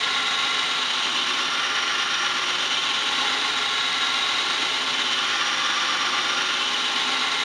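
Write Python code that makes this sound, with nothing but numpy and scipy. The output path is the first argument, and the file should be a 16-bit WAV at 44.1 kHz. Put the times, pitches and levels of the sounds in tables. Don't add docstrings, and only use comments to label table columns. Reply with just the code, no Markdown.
import sys
import numpy as np
from scipy import signal
from scipy.fft import rfft, irfft, next_fast_len
from scipy.io import wavfile

SR = 44100
rng = np.random.default_rng(int(sys.argv[2]) if len(sys.argv) > 2 else 0)


def transcribe(signal):
    frames = np.atleast_2d(signal).T
    limited = np.clip(frames, -1, 1)
    pcm = np.round(limited * 32767).astype(np.int16)
    wavfile.write(sys.argv[1], SR, pcm)


N = 328104


def from_db(db):
    return 10 ** (np.asarray(db) / 20)

def rms_one(x):
    return x / np.sqrt(np.mean(x ** 2) + 1e-20)

def in_time(rows):
    return np.interp(np.arange(N) / SR, *np.transpose(rows))

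def swell(level_db):
    return from_db(level_db - np.mean(level_db))

def drift(per_s):
    return rms_one(signal.resample(rng.standard_normal(int(per_s * N / SR) + 2), N))

def butterworth(x, hz, kind, order=2):
    return signal.sosfilt(signal.butter(order, hz, kind, fs=SR, output="sos"), x)

def coloured(x, spectrum):
    hz, gain_db = np.transpose(spectrum)
    bins_hz = np.maximum(np.arange(N // 2 + 1) * SR / N, 1)
    return irfft(rfft(x) * from_db(np.interp(np.log(bins_hz), np.log(hz), gain_db)), N)

def resonance(x, hz, width_hz):
    r = np.exp(-np.pi * width_hz / SR)
    poles = [1, -2 * r * np.cos(2 * np.pi * hz / SR), r * r]
    return signal.lfilter(np.array([1, 0, -1]) * (1 - r * r) / 2, poles, x)

def along_edge(along_db, place):
    return from_db(np.interp(place, np.linspace(0, 1, len(along_db)), along_db))

def body(force, modes, place):
    return sum((-1) ** k * resonance(force * along_edge(along_db, place), hz, width_hz)
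               for k, (hz, width_hz, *along_db) in enumerate(modes))

def belt_surface(laps, kept):
    lap = laps.astype(int)
    since_seam = np.arange(N) - np.searchsorted(lap, lap)
    heights = rng.standard_normal((lap[-1] + 1, SR // 6))
    for k in range(1, len(heights)):
        heights[k] = kept * heights[k - 1] + np.sqrt(1 - kept ** 2) * heights[k]
    return heights[lap, since_seam]

def patches(laps, length_s, kept):
    r = np.exp(-1 / (length_s * SR))
    return rms_one(signal.lfilter([1], [1, -2 * r, r * r], belt_surface(laps, kept)))

def grit(laps, kept, size_spread_db):
    sizes = from_db(size_spread_db * np.clip(belt_surface(laps, kept), -3, 3))
    return rms_one(belt_surface(laps, kept) * sizes)

def slab(laps, place, bite_db):
    # (frequency [Hz], width [Hz], level at four places from tip to heel [dB])
    modes = [(1079, 52, -14, -16, -16, -12.5), (1153, 89, -14, -14.5, -10.5, -7.5),
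             (1190, 67, -17, -13, -8.5, -5.5), (1263, 17, -32, -20, -13, -11.5),
             (1357, 28, -12.5, -15, -14, -12), (1405, 26, -16, -19, -16, -12),
             (1457, 63, -18.5, -16.5, -14, -13), (1576, 22, -20, -22, -19, -14),
             (1663, 51, -19, -21, -16, -15.5), (1801, 40, -15.5, -18, -11.5, -15.5),
             (1941, 38, -16, -20.5, -14, -16.0), (2024, 43, -13, -20.5, -15.5, -14),
             (2118, 40, -11.5, -16.5, -15, -17.5), (2254, 37, -19, -19, -18, -16),
             (2387, 102, -21.5, -19.5, -18.5, -17.5), (2587, 28, -19, -17, -17.5, -17),
             (2687, 21, -20, -11.5, -17, -18), (2804, 26, -11.5, -11, -10.5, -12.5),
             (2930, 34, -14, -11, -13, -13), (2970, 26, -15, -12, -13, -13),
             (3038, 31, -14, -13, -13, -12.5), (3119, 20, -14, -10, -9, -12),
             (3175, 57, -21, -13, -15.5, -16), (3322, 54, -14.5, -14, -17, -16),
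             (3470, 56, -13.5, -13.5, -16.5, -9.5), (3620, 32, -19, -8.5, -14.5, -11),
             (3680, 40, -10.5, -18.5, -14.0, -14.5), (3774, 32, -10, -14.5, -15, -18),
             (3824, 30, -15, -16, -19, -18), (3940, 134, -17, -19.5, -24.5, -24),
             (4147, 140, -19.0, -20.5, -23.5, -22.0), (5300, 780, -36.5, -36.0, -31.5, -27),
             (5680, 144, -26, -21.5, -19.5, -17.5), (6671, 572, -30.5, -31, -35, -33.0),
             (8250, 130, -29, -33, -39, -35)]
    force = grit(laps, kept=.52, size_spread_db=3) * from_db(.9 * bite_db)
    return from_db(.65) * body(butterworth(force, 10500, "low"), modes, place)

def frame(laps, place, bite_db):
    # (frequency [Hz], width [Hz], level at four places from tip to heel [dB])
    modes = [(253.4, 24, -25.5, -23, -26.5, -25), (317, 26.4, -25, -25, -23, -20),
             (369.3, 19.4, -30.5, -24, -22, -23), (428, 28, -23, -28, -27, -36),
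             (515, 13, -28, -34, -23, -18), (563, 18, -31, -20.5, -23, -22),
             (737, 18, -17.5, -30, -26, -19), (795, 16, -17.5, -20.5, -19, -15.5),
             (834, 23, -19, -18.5, -17.5, -15), (887, 3.4, -14, -14, -27, -15)]
    force = grit(laps, kept=.6, size_spread_db=-1.5) * from_db(1.5 * bite_db)
    return from_db(.87) * body(force, modes, place)

def singing(place, grip_db):
    # (frequency [Hz], width [Hz], level at four places from tip to heel [dB])
    modes = [(1081, 27, -37, -38.3, -39.2, -37.2), (1172, 60, -60, -58, -48, -39),
             (1385, 24, -35.7, -40, -33, -40), (1683, 16, -46, -55, -56, -52),
             (1968, 24, -43, -58, -50, -56), (2035, 44, -43, -62, -62, -58),
             (2955, 34, -51, -37.8, -45, -50), (3048, 31, -48, -32.8, -41.5, -40.5),
             (3808, 29, -32.8, -40.5, -51, -56), (5690, 60, -70, -56, -42, -46)]
    softness = .1
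    out = np.zeros(N)
    for hz, width_hz, *along_db in modes:
        band = resonance(resonance(rng.standard_normal(N), hz, width_hz), hz, width_hz)
        ring = signal.hilbert(band, next_fast_len(N))[:N]
        saturated = ring.real / np.sqrt(abs(ring) ** 2 + softness * np.var(ring))
        out += rms_one(saturated) * along_edge(along_db, place)
    return out * rms_one(from_db(2.3 * grip_db))

def hiss(laps, bite_db, sharpness):
    # (frequency [Hz], gain [dB])
    spectrum = [(25, -40), (60, -43), (100, -39), (170, -29.5), (300, -32), (620, -29), (1000, -22),
                (1600, -22.5), (2200, -22.5), (3300, -21.5), (4000, -21.5), (4900, -27), (7000, -37),
                (10500, -41), (11600, -44), (13500, -65.5)]
    split_hz = 1100
    backing = butterworth(grit(laps, kept=.55, size_spread_db=-.5), split_hz, "low")
    chips = butterworth(grit(laps, kept=.27, size_spread_db=2), split_hz, "high")
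    return from_db(.04) * coloured(backing + chips * sharpness * from_db(.63 * bite_db), spectrum)

def chatter(laps):
    # (position [laps], half length [laps], change of grip [dB])
    spots = [(.03, .06, -2.8), (.45, .06, -3.2), (.76, .06, -1.1)]
    grip_db = np.zeros(N)
    for at, half_length, depth_db in spots:
        distance = (laps - at + .5) % 1 - .5
        grip_db += depth_db * np.exp(-(distance / half_length) ** 2)
    return grip_db - grip_db.mean()

def drone(laps, place, pressure_db):
    # (harmonic number before rounding, level at four places from tip to heel [dB])
    tones = [(29, -59.5, -54, -57.5, -52.5), (31, -51, -50.5, -54, -58), (37, -71, -56, -58, -58),
             (44, -58.5, -51.5, -48, -52.5), (45, -66, -55, -61, -68), (51, -52, -53, -54.5, -62),
             (61, -62, -56, -66, -58), (62, -61, -59, -62, -61), (66.6, -79, -67, -66, -67),
             (96, -58, -56, -64, -57), (99.8, -53.5, -56, -57, -50), (105.8, -53.5, -47.5, -58, -58)]
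    # (time [s], level [dB])
    low_drone = [(0, -9), (.9, 2), (1.5, -5), (3.6, -5), (4.3, -4), (4.9, 1.5), (6.5, -2.5), (7.15, 7),
                 (7.44, -7)]
    low_db, wander_db = in_time(low_drone), 2
    out = np.zeros(N)
    for harmonic, *along_db in tones:
        gain = along_edge(along_db, place) * swell(low_db if harmonic < 35 else .82 * pressure_db)
        gain *= from_db(wander_db * drift(per_s=3))
        out += np.sqrt(2) * gain * np.sin(2 * np.pi * (round(harmonic) * laps + rng.random()))
    return out

def motor():
    # (frequency [Hz], level [dB])
    tones = [(49.3, -74), (100, -64.5)]
    t = np.arange(N) / SR
    return sum(np.sqrt(2) * from_db(db) * np.sin(2 * np.pi * (hz * t + rng.random())) for hz, db in tones)

def workshop(x, t60_s, wet_db):
    # (frequency [Hz], width [Hz], gain [dB])
    dips = [(219, 15, -6.5), (494, 12, -0.5), (1243, 28, -1), (3580, 36, -9)]
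    for hz, width_hz, dip_db in dips:
        x = x - (1 - from_db(dip_db)) * resonance(x, hz, width_hz)
    t = np.arange(SR // 2) / SR
    tail = rng.standard_normal(len(t)) * from_db(-60 * t / t60_s) * (t > .004)
    reverberation = signal.fftconvolve(x, tail / np.linalg.norm(tail))[:N]
    wet = from_db(wet_db)
    return (x + wet * reverberation) / np.sqrt(1 + wet ** 2)

def scene():
    # (time [s], rate [laps/s])
    speed = [(0, 8.35), (2.1, 8.33), (3.6, 8.37), (5.4, 8.385), (6.2, 8.35), (7.44, 8.37)]
    # (time [s], level [dB])
    pressure = [(0, 0), (0.85, -0.5), (1.35, 0.9), (1.75, -1.5), (2.2, -1), (2.6, 0), (2.95, -1), (3.2, 3),
                (3.8, -0.5), (4.7, 1.5), (5.4, -0.4), (6.8, 0), (7.1, 2.5), (7.44, 1.5)]
    # (time [s], place [0 = tip, 1 = heel])
    path = [(0, 0), (.6, .07), (1.15, .33), (1.6, .66), (1.9, .72), (2.4, .58), (2.77, .33), (3.1, .14),
            (3.85, 0), (4.3, .11), (4.75, .15), (5.1, .34), (5.5, .85), (5.9, .98), (6.3, .82), (6.62, .36),
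            (7, .17), (7.44, .09)]
    laps = np.cumsum(in_time(speed)) / SR
    pressure_db, place = in_time(pressure), in_time(path)
    grit_patches = patches(laps, length_s=.0009, kept=.68)
    waves = patches(laps, length_s=.0035, kept=.6)
    bite_db = 1.05 * grit_patches + .85 * waves
    chatter_db = chatter(laps)
    slab_bite_db = bite_db + np.interp(place, [0, 1], [.45, 1.25]) * chatter_db
    noise_bite_db = bite_db + .19 * chatter_db
    grinding = (swell(.036 * pressure_db) * slab(laps, place, slab_bite_db)
                + swell(1.75 * pressure_db) * frame(laps, place, noise_bite_db)
                + singing(place, grip_db=chatter_db + .45 * waves)
                + hiss(laps, noise_bite_db, sharpness=swell(.52 * pressure_db)))
    humming = drone(laps, place, pressure_db) + motor()
    return (workshop(grinding, t60_s=.31, wet_db=-15.5) + humming)[None]

def record(dry):
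    # (frequency [Hz], width [Hz])
    nulls = [(7870, 810), (9830, 1040), (11130, 950), (11850, 650)]
    cutoff_hz = 14000
    faded = dry * np.interp(np.arange(N), [0, 90, N - 300, N - 20], [0, 1, 1, 0])
    out = butterworth(faded, 35, "high")
    for hz, width_hz in nulls:
        out = butterworth(out, [hz - width_hz / 2, hz + width_hz / 2], "stop", order=3)
    return signal.sosfilt(signal.ellip(10, .2, 80, cutoff_hz, fs=SR, output="sos"), out)


dry = scene()
out = record(dry)
transcribe(out)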